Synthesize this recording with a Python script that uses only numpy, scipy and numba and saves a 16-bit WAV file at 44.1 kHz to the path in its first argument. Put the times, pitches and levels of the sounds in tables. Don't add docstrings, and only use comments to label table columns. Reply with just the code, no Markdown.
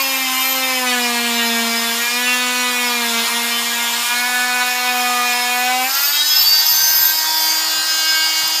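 import sys
import numpy as np
from scipy import signal
from scipy.fft import rfft, irfft, next_fast_len
from scipy.io import wavfile
from scipy.ndimage import uniform_filter1d
from numba import njit

SR = 44100
rng = np.random.default_rng(int(sys.argv[2]) if len(sys.argv) > 2 else 0)


def pcm_store(signal):
    levels = np.round(np.clip(np.atleast_2d(signal), -1, 1) * 32767)
    wavfile.write(sys.argv[1], SR, levels.astype(np.int16).T)


def volts_from_db(level):
    exponent = np.asarray(level, float) / 20
    return 10 ** exponent


N = 379242
T = np.arange(N) / SR
C = T[::32]

# [t/s, f/Hz]
LOADED = [(0.0, 270.8), (0.31, 258.5), (0.49, 264), (0.7, 259), (1.1, 239), (1.59, 230.8), (1.93, 232.1),
          (2.28, 248.5), (2.68, 248), (2.88, 243), (3.15, 230.6), (3.37, 235.9), (3.95, 236), (4.29, 247.2),
          (4.88, 248.4), (5.34, 244), (5.58, 246.5), (5.84, 256.6)]
LIFT_S, IDLE_HZ, RUN_UP_S, CREEP_S, CREEP_SHARE = 5.84, 317.6, .34, 1.4, .055
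# [t/s, pressure on cast level/dB, housing level/dB]
GRIP = [(0, -3.5, -22), (.3, 0.5, -20.5), (.9, 1, -20.5), (1.2, -2, -20), (1.55, -1.5, -20.5),
        (2, -5, -21.5), (2.35, -4.5, -18.5), (3.2, -3.5, -20.5), (3.9, -10, -22.5), (4.3, -1.5, -19),
        (5, 0.5, -19), (5.4, -2, -17), (5.8, -1, -18.5), (6.3, -1, -18.5), (6.9, 4, -23.5), (7.5, 6, -19),
        (8.2, 4, -18), (8.6, 2.5, -21.5)]
# [order, level/dB]
BITE = [(1, -4), (2, -4), (3, -3), (4, -1.5), (5, -4.5), (6, -11), (7, -5.5), (8, -2), (9, -0.5), (10, 0),
        (11, -2), (12, -1.5), (13, -17), (14, -4), (15, -10), (16, -6), (17, -19), (18, -21), (19, -23),
        (20, -19), (21, -13), (22, -23), (23, -32), (24, -11)]
# [order, level/dB]
LONG_CUT = [(1, 2.5), (2, -2), (3, 0), (4, -4.5), (5, -6), (6, -5.5), (7, -3), (8, -3.5), (9, -3.5),
            (10, -2), (11, -5), (12, -3.5), (13, -5), (14, -6), (15, -3), (16, -7), (17, -9), (18, -6.5),
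            (19, -11.5), (20, -26.5), (21, -12.5), (22, -28), (23, -8), (24, -14)]
# [order, level/dB]
LAST_CUT = [(1, -5.5), (2, -7), (3, 4), (4, -6), (5, -8), (6, -8), (7, -2), (8, -6.5), (9, -3.5),
            (10, -0.5), (11, -6.5), (12, -14.5), (13, -9.5), (14, -12), (15, -9), (16, -10), (17, -8.5),
            (18, -14), (19, -17.5), (20, -25), (21, -13), (22, -11.5), (23, -18), (24, -53)]
# [order, level/dB]
RUN_UP = [(1, -24.5), (2, -27), (3, -9.5), (4, -14.5), (5, -6), (6, -6.5), (7, -8.5), (8, -11.5), (9, -5),
          (10, -7.5), (11, -3), (12, -5), (13, -2), (14, -7), (15, -3.5), (16, -10), (17, 0), (18, -38.5),
          (19, -18), (20, -7), (21, -7), (22, -29), (23, -3), (24, -8)]
# [order, level/dB]
FREE = [(1, -19), (2, -22.5), (3, -9), (4, -10.5), (5, -3), (6, -8.5), (7, -4), (8, -9.5), (9, 0.5),
        (10, -4.5), (11, -6.5), (12, -9.5), (13, -3), (14, -6), (15, 0.5), (16, -5), (17, -7), (18, -10),
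        (19, -17), (20, -8), (21, -18), (22, -3), (23, -25), (24, -41)]
# [start t/s, end t/s]
CHANGES = [
    (.7, 0.97),
    (4.05, 4.28),
    (5.84, 5.95),
    (7.2, 7.53),
]
# [t/s, order, level/dB, length t/s]
SWELLS = [(0.32, 2, -20, 0.12), (1.66, 1, 3.5, 0.2), (4.24, 2, -4, 0.36), (5.0, 3, 2.5, 0.1),
          (5.72, 3, 6, 0.18), (7.35, 3, 7.5, 0.14), (5.17, 5, 9.5, 0.12), (7, 5, 10, 0.34),
          (8.2, 5, 5.5, 0.15), (4.46, 6, 11.5, 0.35), (0.98, 7, 6.5, .1), (2.36, 7, 4, 0.14),
          (4.4, 7, 5, 0.13), (8.25, 7, 3, 0.2), (7.42, 9, -10, 0.43), (0.082, 10, 7, 0.067),
          (2.15, 10, 4.5, .1), (2.3, 11, 8, 0.093), (2.3, 12, 4, 0.24), (6.18, 13, 10, 0.092),
          (6.2, 1, 6.5, 0.17), (7.86, 3, -18, 0.16), (7.77, 7, -20, 0.12), (5.7, 6, 4, 0.14),
          (8.1, 16, 7, 0.34), (6.25, 11, 5, 0.085), (1.45, 17, 11, .05), (5.8, 7, -11, 0.077),
          (5.14, 10, 3, 0.18), (7.3, 11, 6.5, 0.16)]
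# [t/s, level/dB, length t/s]
SLIPS = [
    (.45, -4, .07),
    (2.08, -11, .05),
    (3.28, -14, .035),
    (4.07, -13, .05),
    (4.75, -5, .12),
]
# [t/s, level/dB, length t/s]
SNAGS = [
    (.9, 5.5, .05),
    (1.42, 2.5, 0.068),
    (2.32, 1, .05),
    (4.62, 6.5, 0.019),
    (4.88, 3.5, 0.029),
]
# [t/s, chatter 0-1]
CHATTER = [(0, .7), (1, .55), (2, .65), (2.2, .3), (2.85, .35), (3, .8), (4.1, .75), (4.3, .45), (5.8, .5),
           (6.1, .35), (8.6, .3)]
EDGE_DB, EDGE_DULL_DB = -13, -24
# [f/Hz, level/dB per Hz]
CUT_HISS = [(30, -34), (180, -48), (330, -10), (520, -12.5), (700, -4.5), (1000, 4), (1500, -2.5),
            (3000, 2.5), (5000, 0.5), (7000, -2), (9000, -3.5), (11500, -7), (13300, -3), (15300, -16)]
# [f/Hz, level/dB per Hz]
FREE_HISS = [(30, -29), (100, -24.5), (250, -16.5), (500, -12), (800, 3.5), (1200, 1), (2500, -1),
             (3800, 0), (5000, 8.5), (6000, -4.5), (7000, 1), (9000, 3), (11200, -16), (14500, -2)]
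HISS_DB, GRIT_DB = -23, 4.5
# [f/Hz, width f/Hz, level/dB]
CASING = [(6790, 200, -5), (7140, 90, -7), (8960, 98, -12.5), (10550, 140, -13.5), (11070, 60, -17.5),
          (13400, 90, -12), (14700, 250, -8)]
# [f/Hz, width f/Hz, level/dB]
BLADE = [
    [(4610, 55, 0)],
    [(4970, 60, 0), (5200, 60, -2)],
    [(6250, 25, 0), (5950, 36, -12)],
    [(5110, 50, 0)],
    [(13000, 150, 0)],
    [(13680, 170, 0), (14050, 120, -1)],
]
# [free level/dB, share of its control it follows]
VOICING = [(-21.5, 0.94), (-24, 1.1), (-28, 1.03), (-19.5, 0.68), (-22.5, 0.76), (-21.5, 0.82)]
# [t/s, level/dB]
DISC = [(0, -11), (.3, -20), (5.75, -26), (5.9, -9), (6.3, -6.5), (6.5, 1.5), (6.9, -0.5), (7.3, -5.5),
        (7.5, 1.5), (7.75, -29), (8.6, -3)]
# [t/s, level/dB]
AIM = [(0, -9), (.3, -12), (.46, -5.5), (.9, -22), (5.8, -20), (5.9, -4), (6.05, 1), (6.25, -10),
       (6.4, 5.5), (6.58, -5), (6.75, 3.5), (7.12, 1), (7.26, -7), (7.44, -3), (7.72, -15), (8.6, -12.5)]
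# [t/s, peak level/dB, f/Hz, t60 t/s]
THUDS = [
    (6.381, -37, 106.9, 0.19),
    (6.711, -43, 97.7, 0.18),
    (6.793, -42, 103, 0.35),
    (6.9, -43, 88.8, 0.2),
    (6.989, -39, 115.7, 0.18),
    (7.75, -38, 129.6, 0.24),
    (8.429, -34, 125, 0.16),
]
HUM_HZ, HUM_DB = 122, -72
MIC_LOW_HZ, TOP_HZ = 42, 15300


def level(x):
    return x / np.sqrt(np.mean(x ** 2))


def curves(table):
    s, *columns = np.transpose(table)
    return [np.interp(C, s, c) for c in columns]


def fine(x):
    return np.interp(T, C, x)


def bumps(table):
    return sum(db * np.exp(-((C - s) / length) ** 2) for s, db, length in table)


def walk(rate):
    k = int(len(C) / T[-1] / rate)
    steps = np.repeat(rng.standard_normal(len(C) // k + 1), k)
    for _ in range(3):
        steps = uniform_filter1d(steps, k)
    return 1.577 * steps[:len(C)]


def ring(x, hz, width):
    return signal.lfilter(*signal.iirpeak(hz, hz / width, fs=SR), x)


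@njit
def stack(phase, first, gains, hop):
    out = np.zeros(len(phase))
    for i in range(len(phase)):
        j = min(i // hop, gains.shape[0] - 2)
        a = i / hop - j
        z = np.exp(1j * phase[i])
        p = np.exp(1j * first * phase[i])
        for k in range(gains.shape[1]):
            out[i] += (p * (gains[j, k] + a * (gains[j + 1, k] - gains[j, k]))).real
            p *= z
    return out


def comb(phase, order_db, sway, chatter):
    gains = []
    for k, db in order_db:
        slow, quick = (walk(rate) + 1j * walk(rate) for rate in (5, 42))
        rough = chatter * (1 + (k / 22) ** 3)
        motion = 1 + sway * slow + rough * quick
        gain = volts_from_db(db) * motion / np.sqrt(1 + 2 * sway ** 2 + 2 * rough ** 2)
        gains.append(gain * np.exp(1j * rng.uniform(0, 2 * np.pi)))
    return np.sqrt(2) * stack(phase, order_db[0][0], np.array(gains).T.copy(), 32)


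def stroke_hz():
    loaded = uniform_filter1d(curves(LOADED)[0], size=90, mode="nearest")
    t = np.clip(C - LIFT_S, 0, None)
    lag = (1 - CREEP_SHARE) * np.exp(-t / RUN_UP_S) + CREEP_SHARE * np.exp(-t / CREEP_S)
    return IDLE_HZ - (IDLE_HZ - loaded) * lag


def orders(first, last, db):
    patterns = np.repeat([BITE, LONG_CUT, LAST_CUT, RUN_UP, FREE], 2, axis=0)[1:-1, :, 1]
    rows = []
    for k in range(first, last + 1):
        swell = bumps([(s, swell_db, length) for s, order, swell_db, length in SWELLS if round(order) == k])
        rows.append((k, db + swell + np.interp(C, np.ravel(CHANGES), patterns[:, k - 1])))
    return rows


def shell(phase, db):
    rows = [(k, level_db + bumps(SLIPS) / k) for k, level_db in orders(1, 3, db)]
    return comb(phase, rows, sway=.08, chatter=.05)


def whine(phase, db, chatter, glide, free):
    low = comb(phase, orders(4, 10, db), sway=.2, chatter=.7 * chatter + glide / 90)
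    high = comb(phase, orders(11, 24, db - glide / 22), sway=.4, chatter=chatter + glide / 50)
    edge_db = db + EDGE_DB + EDGE_DULL_DB * (chatter + free)
    edge = comb(phase, [(k, edge_db) for k in range(25, 45)], sway=.8, chatter=.08)
    return low + high + edge


def hiss(phase, free):
    size = next_fast_len(N)
    octave = np.log2(np.arange(1, size // 2 + 2) * SR / size)
    white = rfft(rng.standard_normal(size))
    out = np.zeros(N)
    for centre in np.arange(4.6, 14.2, 1 / 3):
        band = irfft(white * np.clip(1 - 3 * abs(octave - centre), 0, 1), size)[:N]
        cut, idle = (np.interp(centre, np.log2(hz), db) for hz, db in map(np.transpose, (CUT_HISS, FREE_HISS)))
        flicker_db = .8 * walk(7) + 1.32 * walk(26)
        out += fine(volts_from_db(cut + free * (idle - cut) + flicker_db)) * band
    return out * (1 + 0.14 * np.cos(phase))


def casing(phase):
    grit = rng.standard_normal(N) * (1 + 0.89 * np.cos(phase))
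    out = np.zeros(N)
    for hz, width, db in CASING:
        out += fine(volts_from_db(db + 1.5 * walk(17))) * level(ring(grit, hz, width))
    return volts_from_db(-30.5) * level(out)


def blade(phase, glide):
    rows = [(k, -glide / 14) for k in range(13, 24)]
    strokes = level(comb(phase, rows, sway=.3, chatter=.2 + glide / 120))
    pulse = 1 + .5 * np.cos(phase)
    controls = 3 * curves(DISC) + 3 * curves(AIM)
    out = np.zeros(N)
    for modes, (db, share), control in zip(BLADE, VOICING, controls):
        tone = np.zeros(N)
        for hz, width, mode_db in modes:
            drive = volts_from_db(-2.0) * strokes + pulse * rng.standard_normal(N)
            mode = ring(ring(drive, hz, width), hz, 6 * width)
            tone += fine(volts_from_db(mode_db + 2.5 * walk(22))) * mode
        out += fine(volts_from_db(db + share * control)) * level(tone)
    return out


def thuds():
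    out, t = np.zeros(N), T[:SR // 2]
    for s, db, hz, t60 in THUDS:
        shape = (1 - np.exp(-t / 0.012)) * np.exp(-np.log(1000) * t / t60)
        low = level(ring(rng.standard_normal(len(t)), hz, 40))
        puff = level(ring(rng.standard_normal(len(t)), 5 * hz, 400))
        part = out[int(s * SR):][:len(t)]
        part += (volts_from_db(db) * shape * (low + .5 * puff))[:len(part)]
    return out


def hum():
    return volts_from_db(HUM_DB) * level(ring(ring(rng.standard_normal(N), HUM_HZ, 23), HUM_HZ, 38))


def scene():
    hz = stroke_hz()
    press_db, housing_db = curves(GRIP)
    phase = 2 * np.pi * np.cumsum(fine(hz * (1 + 0.00082 * walk(30)))) / SR
    free = np.interp(C, CHANGES[2], (0, 1))
    chatter = curves(CHATTER)[0] - bumps(SLIPS) / 28
    glide = uniform_filter1d(abs(np.gradient(hz, C)), size=125)
    boom = shell(phase, press_db - 29.5)
    saw = whine(phase, housing_db - 8.5 + bumps(SNAGS), chatter, glide, free)
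    saw += fine(volts_from_db(HISS_DB + GRIT_DB * chatter)) * hiss(phase, free)
    mix = boom + saw + casing(phase) + blade(phase, glide) + thuds() + hum()
    return np.tile(mix, (2, 1))


def thin_treble(x):
    hz, _, bins = signal.stft(x, SR, "cosine", nperseg=2048)
    around = np.exp(uniform_filter1d(np.log(abs(bins) + 1e-12), size=40, axis=0))
    bar_db = np.interp(hz, (3000, 5500, 9500, 13500, 15000), (-14, -4.5, -2.5, -2, 0))[:, None]
    smooth = uniform_filter1d(abs(bins), size=5, axis=0)
    kept = bins * (smooth > volts_from_db(bar_db) * around)
    return signal.istft(kept, SR, "cosine", nperseg=2048)[1][:N]


def side_puffs():
    side, size = np.zeros(N), 2048
    for s, hz in rng.uniform((.8, 5000), (8.5, 14500), (22, 2)):
        band = signal.butter(4, (hz - 700, hz + 700), "band", fs=SR, output="sos")
        fill = signal.sosfilt(band, rng.standard_normal(size))
        side[int(s * SR):][:size] += volts_from_db(-17 - hz / 1200) * fill * np.sin(np.pi * np.arange(size) / size)
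    return side


def band_limit(x):
    return signal.sosfilt(signal.butter(12, 15330, fs=SR, output="sos"), x)


def record(dry):
    side = side_puffs()
    rounded = np.tanh(.8 * dry[0]) / .8
    bass_cut = signal.butter(3, MIC_LOW_HZ, "high", fs=SR, output="sos")
    mid = signal.sosfilt(bass_cut, thin_treble(rounded))
    size = next_fast_len(N)
    spectrum = rfft(mid + np.array([side, -side]), size)
    spectrum[:, int(TOP_HZ * size / SR):] = 0
    return band_limit(irfft(spectrum, size)[:, :N])


dry = scene()
out = record(dry)
pcm_store(out)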